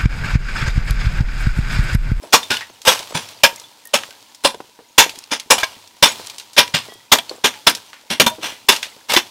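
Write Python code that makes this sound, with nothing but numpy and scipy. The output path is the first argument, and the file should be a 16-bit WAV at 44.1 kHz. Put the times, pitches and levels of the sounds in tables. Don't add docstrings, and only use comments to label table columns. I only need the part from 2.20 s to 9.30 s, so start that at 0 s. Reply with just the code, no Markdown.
import sys
import numpy as np
from scipy import signal
from scipy.fft import rfft, irfft
from scipy.io import wavfile

SR = 44100
rng = np.random.default_rng(int(sys.argv[2]) if len(sys.argv) > 2 else 0)


def generate_wav(signal):
    frames = np.transpose(np.atleast_2d(signal))
    scaled = np.clip(frames, -1, 1) * 32767
    pcm = np.round(scaled).astype(np.int16)
    wavfile.write(sys.argv[1], SR, pcm)


N = 313110

# f/Hz, relative level/dB
HUSH_SPECTRUM = [(18, -46), (30, -73.5), (137, -35), (225, -3.5), (341, -4.5), (389, -33.5), (691, -13.5),
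                 (970, 1.5), (1230, -41), (1330, -12), (1870, -14), (4420, -10), (15500, -21)]
CRUMB_SPECTRUM = [(24, -59.5), (40, -46.5), (91, -1.5), (162, -8), (484, 0.5), (797, 0.5), (926, 6.5),
                  (1160, -1), (1820, -5), (3390, 1.5), (4570, 0), (5580, -2.5), (15500, -15)]
TURF_SPECTRUM = [(15, -56.5), (25, -55.5), (164, -22.5), (246, -6), (368, -9), (552, 0.5), (722, -2),
                 (895, 3), (1340, -3.5), (1900, -5), (3440, -2.5), (4620, -9.5), (5010, -5.5), (8580, -15),
                 (15500, -23)]
# t/s, relative level/dB, centre f/Hz,
# t60/s
CLOD_IMPACTS = [(.036, -28, 450, 0.3), (.308, -12, 141, 0.067), (.497, -34, 557, .04),
                (.908, -28, 534, 0.032), (.923, -20.5, 490, 0.038), (1.166, -39.5, 517, 0.069),
                (2.344, -22.5, 500, .07), (2.403, -20, 523, 0.049), (2.590, -30.5, 468, .14),
                (2.862, -22.5, 400, 0.15), (3.997, -22.5, 480, 0.027), (4.684, -29, 490, .14),
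                (4.722, -28, 445, 0.048), (5.112, -23.5, 460, 0.2), (5.182, -34, 400, 0.036),
                (6.183, -28, 320, 0.43), (6.765, -36, 303, 0.069)]
# t/s, relative level/dB, centre f/Hz, t60/s
ROOT_SNAPS = [(.231, -17, 3440, 0.11), (.369, -11, 3240, .024), (.408, -12, 1800, 0.18),
              (.617, -23.5, 4650, 0.16), (.791, -11, 3680, 0.061), (.829, -15.5, 2830, 0.023),
              (1.087, -19, 3470, 0.054), (1.189, -35, 3000, 0.016), (1.360, -18.5, 7850, 0.014),
              (1.398, -22, 5330, .06), (1.654, -23, 10700, 0.022), (1.672, -21.5, 10900, 0.02),
              (1.835, -14, 1800, 0.043), (1.907, -21, 3700, .016), (2.147, -24, 5000, 0.08),
              (2.303, -18, 2500, 0.041), (2.345, -24, 3300, .049), (2.894, -13.5, 3560, 0.14),
              (2.957, -21, 3160, 0.035), (2.988, -17, 5430, 0.029), (3.039, -20, 4140, 0.0079),
              (3.198, -11, 3750, 0.075), (3.675, -27, 4450, .029), (4.048, -22, 3700, 0.026),
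              (4.062, -22, 5370, .035), (4.070, -14, 4870, .022), (4.098, -15, 4060, 0.085),
              (4.183, -16, 5000, 0.072), (4.198, -18, 3740, 0.15), (4.332, -24.5, 5330, 0.18),
              (4.478, -16, 2740, .03), (4.738, -29, 8000, 0.044), (4.986, -14, 9150, .026),
              (5.094, -20.5, 4000, 0.18), (5.339, -22, 2200, 0.25), (5.496, -6, 11000, 0.065),
              (5.550, -9.5, 4260, 0.098), (5.731, -22.5, 1890, 0.3), (6.097, -22, 12000, .02),
              (6.562, -8, 3600, 0.1), (6.629, -7, 2900, 0.17)]
# t/s, level/dB, f/Hz, t60/s
GLANCING_CONTACTS = [(.142, 2.5, 1145, 0.048), (.230, -22.5, 3580, 0.1), (0.313, -14.5, 1452, 0.16),
                     (.369, -11, 2930, .025), (.422, -26.5, 1895, 0.092), (0.689, -8, 3348, 0.1),
                     (1.245, -10.5, 927, 0.18), (1.246, -11, 1665, 0.1), (1.440, -34.5, 3470, 0.1),
                     (1.655, -39, 1850, 0.16), (2.254, -6, 3270, 0.021), (2.256, -14.5, 1022, 0.15),
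                     (3.311, -7.5, 2345, 0.068), (3.383, -9.5, 2970, 0.022), (3.431, -9, 1630, 0.057),
                     (3.434, -7.5, 2264, 0.039), (3.432, -20, 1050, 0.13), (3.887, -20, 6700, 0.1),
                     (4.690, -42, 1940, 0.28), (4.7, -41, 3270, 0.47), (4.918, -9, 3270, 0.084),
                     (4.987, -13.5, 3300, 0.029), (5.095, -14.5, 4380, 0.019), (5.354, -39, 856, 0.26),
                     (5.472, -4, 3500, 0.046), (6.066, -9.5, 954, 0.12), (6.066, -8.5, 3590, 0.094),
                     (6.115, -28.5, 632, 0.16), (6.488, -4, 3520, .09), (6.900, -14.5, 2185, 0.075),
                     (6.962, -7.5, 1995, 0.049), (6.965, -3.5, 3506, 0.049)]
# f/Hz, relative level/dB, t60/s
BLADE_MODES = [(267, -13.5, 0.024), (971.7, -1, 0.2), (1000, -11.5, 0.17), (1607, 0.5, 0.089),
               (2030, -29.5, 0.14), (2384, 2.5, 0.11), (2818, 3, 0.063), (3439, 2, 0.062), (3526, 1, 0.15),
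               (4262, -3, 0.14), (5360, -25.5, 0.091), (5670, -6.5, 0.12), (8560, -7.5, 0.14)]
# first touch t/s, sink-in/s, cut/s, t60/s, level/dB, thud/dB,
# body and grit/dB, blade ring/dB, hollow knock f/Hz, knock/dB, loosened earth/dB
HOE_STROKES = [(.008, 0.015, .03, .2, -43.5, 11.5, 4.5, -24, 325, 9, -47),
               (.125, .013, 0.007, 0.1, 2.5, 4, -1.5, -1, 469, -8.5, -34),
               (.301, .0033, 0.013, 0.26, -10.5, 9, -6.5, -9, 388, -8.5, -44),
               (.651, .026, 0.0072, 0.23, -2, 10, -1.5, -22, 522, -1, -29.5),
               (0.937, .013, 0.017, 0.2, -17, 20.5, -1.5, -19, 157, 2.5, -35),
               (1.234, .0012, 0.0048, 0.099, 5.5, -4, -4.5, -11, 568, -8, -37.5),
               (1.734, .0042, 0.0027, .15, -4.5, 9, -3, -24, 583, .5, -36),
               (2.238, .013, 0.0023, 0.13, -6, 12, 0.5, 1.5, 562, .5, -45.5),
               (2.779, .0033, 0.0069, .14, 8, 1, -4, -20.5, 502, -18, -36),
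               (3.108, .01, 0.017, .14, -11.5, 9.5, -5, -23, 282, -7, -45),
               (3.302, .0053, 0.0016, 0.14, 0.5, 13.5, 3.5, -24, 526, -2.5, -45),
               (3.38, .0013, .002, 0.31, -18.5, -10, 0.5, 4.5, 730, -2, -57),
               (3.431, .0025, 0.0014, 0.074, -11, -25, -4.5, -4, 640, -8, -40),
               (3.824, .0026, 0.021, 0.15, -0.5, 7, -4, 1, 570, -1, -29),
               (4.365, .017, 0.013, 0.11, 2, 5.5, -5.5, 3.5, 617, -7, -37),
               (4.537, .0043, 0.013, 0.18, -9, 8.5, -6.5, -28, 157, -4, -38),
               (4.916, .0042, 0.0084, .11, 2.5, 7.5, -1, -21, 540, -39, -58),
               (4.984, .001, .0018, 0.067, -13.5, 3, -15, -3, 673, -7, -40),
               (5.238, .0054, 0.016, 0.13, -5, 9, -5, 1.5, 419, -6.5, -39.5),
               (5.466, .0043, .007, .11, 0.5, 11, -4.5, -8.5, 690, -12, -37.5),
               (5.9, .003, 0.021, .15, -13, 17, -6.5, -22, 197, -8, -49),
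               (5.998, .001, 0.0015, 0.12, 1.5, 17.5, -3.5, -8, 629, -7, -37),
               (6.062, .0031, .001, 0.09, -6.5, 2, 1, -2, 227, -6.5, -56),
               (6.212, .022, 0.021, 0.29, -18.5, 12, -4.5, -19, 710, -8, -41),
               (6.485, .0039, 0.0035, 0.13, 2, 4, -4.5, -34, 390, -9.5, -34.5),
               (6.519, .003, 0.0023, 0.16, -12, -3, -3, -8, 765, -17, -61),
               (6.886, .013, 0.024, 0.18, -13.5, 11, -3.5, -12, 616, -27, -55),
               (6.934, .0018, 0.0072, 0.093, -8, 5, -0.5, -13, 540, -9, -51),
               (6.962, .0036, 0.0096, 0.11, -4.5, 4, -5.5, -29, 346, -3.5, -38.5)]

HUSH_DB, GRASS_DB = -54.5, -53
FLIGHT_S, TRICKLE_T60_S = 0.097, 1
SPRING_BACK_DB, SPRING_BACK_T60_S = -5.5, 1.9
PEBBLE_DB, LUMP_DB = 5, 6.5


def undb(db):
    return 10 ** (np.asarray(db) / 20)


def unit(x):
    return x / np.sqrt(np.mean(x ** 2) + 1e-18)


def fade(t, t60):
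    return np.exp(-np.log(1000) * np.maximum(t, 0) / max(t60, 1e-3))


def ping(t, hz, t60):
    return np.sin(2 * np.pi * hz * t) * fade(t, t60)


def add(out, start, x):
    i = max(int(start * SR), 0)
    out[i:i + len(x)] += x[:max(N - i, 0)]


def colour(x, points):
    hz, db = np.transpose(points)
    bins_hz = np.fft.rfftfreq(len(x), 1 / SR)
    gain = undb(np.interp(np.log(bins_hz + 1), np.log(hz), db))
    return irfft(rfft(x) * gain, len(x))


def resonate(x, hz, q):
    hz = min(hz, .4 * SR)
    return signal.lfilter(*signal.iirpeak(hz, max(q, hz / SR * 4), fs=SR), x)


def walk(n, rate):
    steps = rng.standard_normal(4096)
    return np.interp(np.arange(n) * rate / SR, np.arange(len(steps)), steps)


def grains(n, spread_db):
    return unit(rng.standard_normal(n) * undb(spread_db * np.minimum(rng.exponential(size=n), 7)))


def hush():
    air = unit(colour(rng.standard_normal(N), HUSH_SPECTRUM))
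    return air * undb(HUSH_DB + 1.1 * walk(N, rate=4.54))


def enclosure(x):
    t = np.arange(SR) / SR
    scatter = colour(rng.standard_normal(SR), [(100, -4), (1000, -4), (4000, -10.5), (14000, -4.5)])
    scatter = scatter * fade(t, 0.23) * (t > .008)
    boom = resonate(rng.standard_normal(SR), 100, q=2.7) * fade(t, 0.7)
    boom = resonate(boom, 110, q=2.5)
    impulse_response = (undb(-20) * unit(scatter) + undb(-35.5) * unit(boom)) / np.sqrt(SR)
    return signal.fftconvolve(x, impulse_response)[:N]


def loose_earth():
    t = np.arange(N) / SR
    power = undb(GRASS_DB) ** 2
    for start, *_, earth_db in HOE_STROKES:
        rise = np.clip((t - start) / FLIGHT_S, 0, 1)
        landed = t - start - FLIGHT_S
        spring_back = undb(SPRING_BACK_DB) * fade(landed, SPRING_BACK_T60_S)
        decay = np.maximum(fade(landed, TRICKLE_T60_S), spring_back)
        power = power + (undb(earth_db) * rise * decay) ** 2
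    return np.sqrt(power)


def crumbs():
    ticks, t = np.zeros(N), np.arange(SR // 100) / SR
    for when, pitch, size in rng.random((1800, 3)):
        hz = 2200 + 10000 * pitch ** 2
        add(ticks, when * N / SR, undb(14 * size ** 3) * ping(t, hz, t60=9 / hz))
    rustle = grains(N, spread_db=3.5) * undb(1.3 * walk(N, rate=33))
    return undb(-2.5) * unit(colour(rustle + undb(-15.5) * unit(ticks), CRUMB_SPECTRUM))


def debris(low_hz, high_hz, t60, spread_db, count):
    out, t = np.zeros(N), np.arange(SR // 8) / SR
    for when, pitch, size in rng.random((count, 3)):
        hz = low_hz * (high_hz / low_hz) ** pitch
        add(out, when * N / SR, undb(-spread_db * size) * ping(t, hz, t60))
    return out


def fractures(events, q, gain_db, hold_s):
    out, t = np.zeros(N), np.arange(SR // 4) / SR
    for start, db, hz, t60 in events:
        excitation = grains(len(t), spread_db=2)
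        crack = unit(resonate(resonate(excitation, hz, q), hz, q / 4))
        envelope = (fade(t - hold_s, 0.016) + fade(t, t60)) / 2
        add(out, start, undb(db + gain_db) * crack * envelope)
    return out


def clinks():
    out, t = np.zeros(N), np.arange(SR // 2) / SR
    for start, db, hz, t60 in GLANCING_CONTACTS:
        add(out, start, undb(db) * ping(t, hz, t60))
    return out


def tearing_turf(n):
    ragged = np.zeros(n)
    for hz in np.exp(rng.uniform(np.log(800), np.log(14000), 36)):
        bandwidth_hz = 35 + hz / 120 + (hz / 1000) ** 2
        ragged += np.sqrt(hz) * resonate(rng.standard_normal(n), hz, q=hz / bandwidth_hz)
    return unit(colour(grains(n, spread_db=3) + 1.215 * unit(ragged), TURF_SPECTRUM))


def blade_ring(t):
    detunings = 1 + .003 * rng.standard_normal(len(BLADE_MODES))
    offsets_db = 2 * rng.standard_normal(len(BLADE_MODES))
    return sum(undb(db + offset_db) * ping(t, hz * detune, t60)
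               for (hz, db, t60), detune, offset_db in zip(BLADE_MODES, detunings, offsets_db))


def blade_scrape(n):
    modes = (undb(db) * resonate(rng.standard_normal(n), hz, q=hz / 45) for hz, db, _ in BLADE_MODES)
    return unit(sum(modes))


def stroke(sink_s, cut_s, t60, thud_db, body_db, ring_db, knock_hz, knock_db):
    t = np.arange(SR // 3) / SR
    since_full_depth = np.maximum(t - sink_s, 0)
    since_cut = t - sink_s - cut_s
    touch_db = -17 * np.clip(1 - (t / max(sink_s, 1e-4)) ** 2, 0, 1)
    bite_db = 1.2 * fade(np.abs(t - sink_s - .002), 0.069)
    jerks_db = 2.14 * walk(len(t), rate=300)
    force = undb(touch_db + bite_db + jerks_db) * fade(since_cut, t60)
    turf = tearing_turf(len(t))
    crunch = colour(turf, [(150, -30), (380, body_db), (1100, body_db),
                           (2000, 0), (4500, 0), (8000, body_db)])
    thud = colour(turf, [(170, thud_db), (420, thud_db - 20), (900, -60)])
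    thud = thud * undb(touch_db) * fade(since_cut, 0.17)
    knock = ping(since_full_depth, knock_hz, 0.052) * (1 - fade(since_full_depth, 0.018))
    ring = blade_ring(since_full_depth)
    tearing = (undb(-3.5) * crunch + undb(-13) * blade_scrape(len(t))) * force
    return tearing + undb(-3) * thud + undb(knock_db + 3) * knock + undb(ring_db - 17) * ring


def hoe():
    out = np.zeros(N)
    for start, sink_s, cut_s, t60, db, *timbre, _ in HOE_STROKES:
        add(out, start, undb(db) * stroke(sink_s, cut_s, t60, *timbre))
    return out


def scene():
    shower = loose_earth()
    snaps = fractures(ROOT_SNAPS, q=1.28, gain_db=-10.5, hold_s=0.002)
    clods = fractures(CLOD_IMPACTS, q=1.4, gain_db=-4.5, hold_s=0.0026)
    chopping = hoe() + clinks()
    trickle = crumbs()
    pebbles = undb(PEBBLE_DB) * debris(low_hz=1510, high_hz=8780, t60=0.038, spread_db=13, count=220)
    lumps = undb(LUMP_DB) * debris(low_hz=250, high_hz=695, t60=0.027, spread_db=5, count=50)
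    direct = chopping + snaps + clods + (trickle + pebbles + lumps) * shower
    return (direct + enclosure(direct) + hush())[None]


def record(dry):
    lowpass = signal.ellip(8, .2, 60, 15700, fs=SR, output="sos")
    return signal.sosfilt(lowpass, np.clip(dry, -1.05, 1.05))


dry = scene()
out = record(dry)
generate_wav(out)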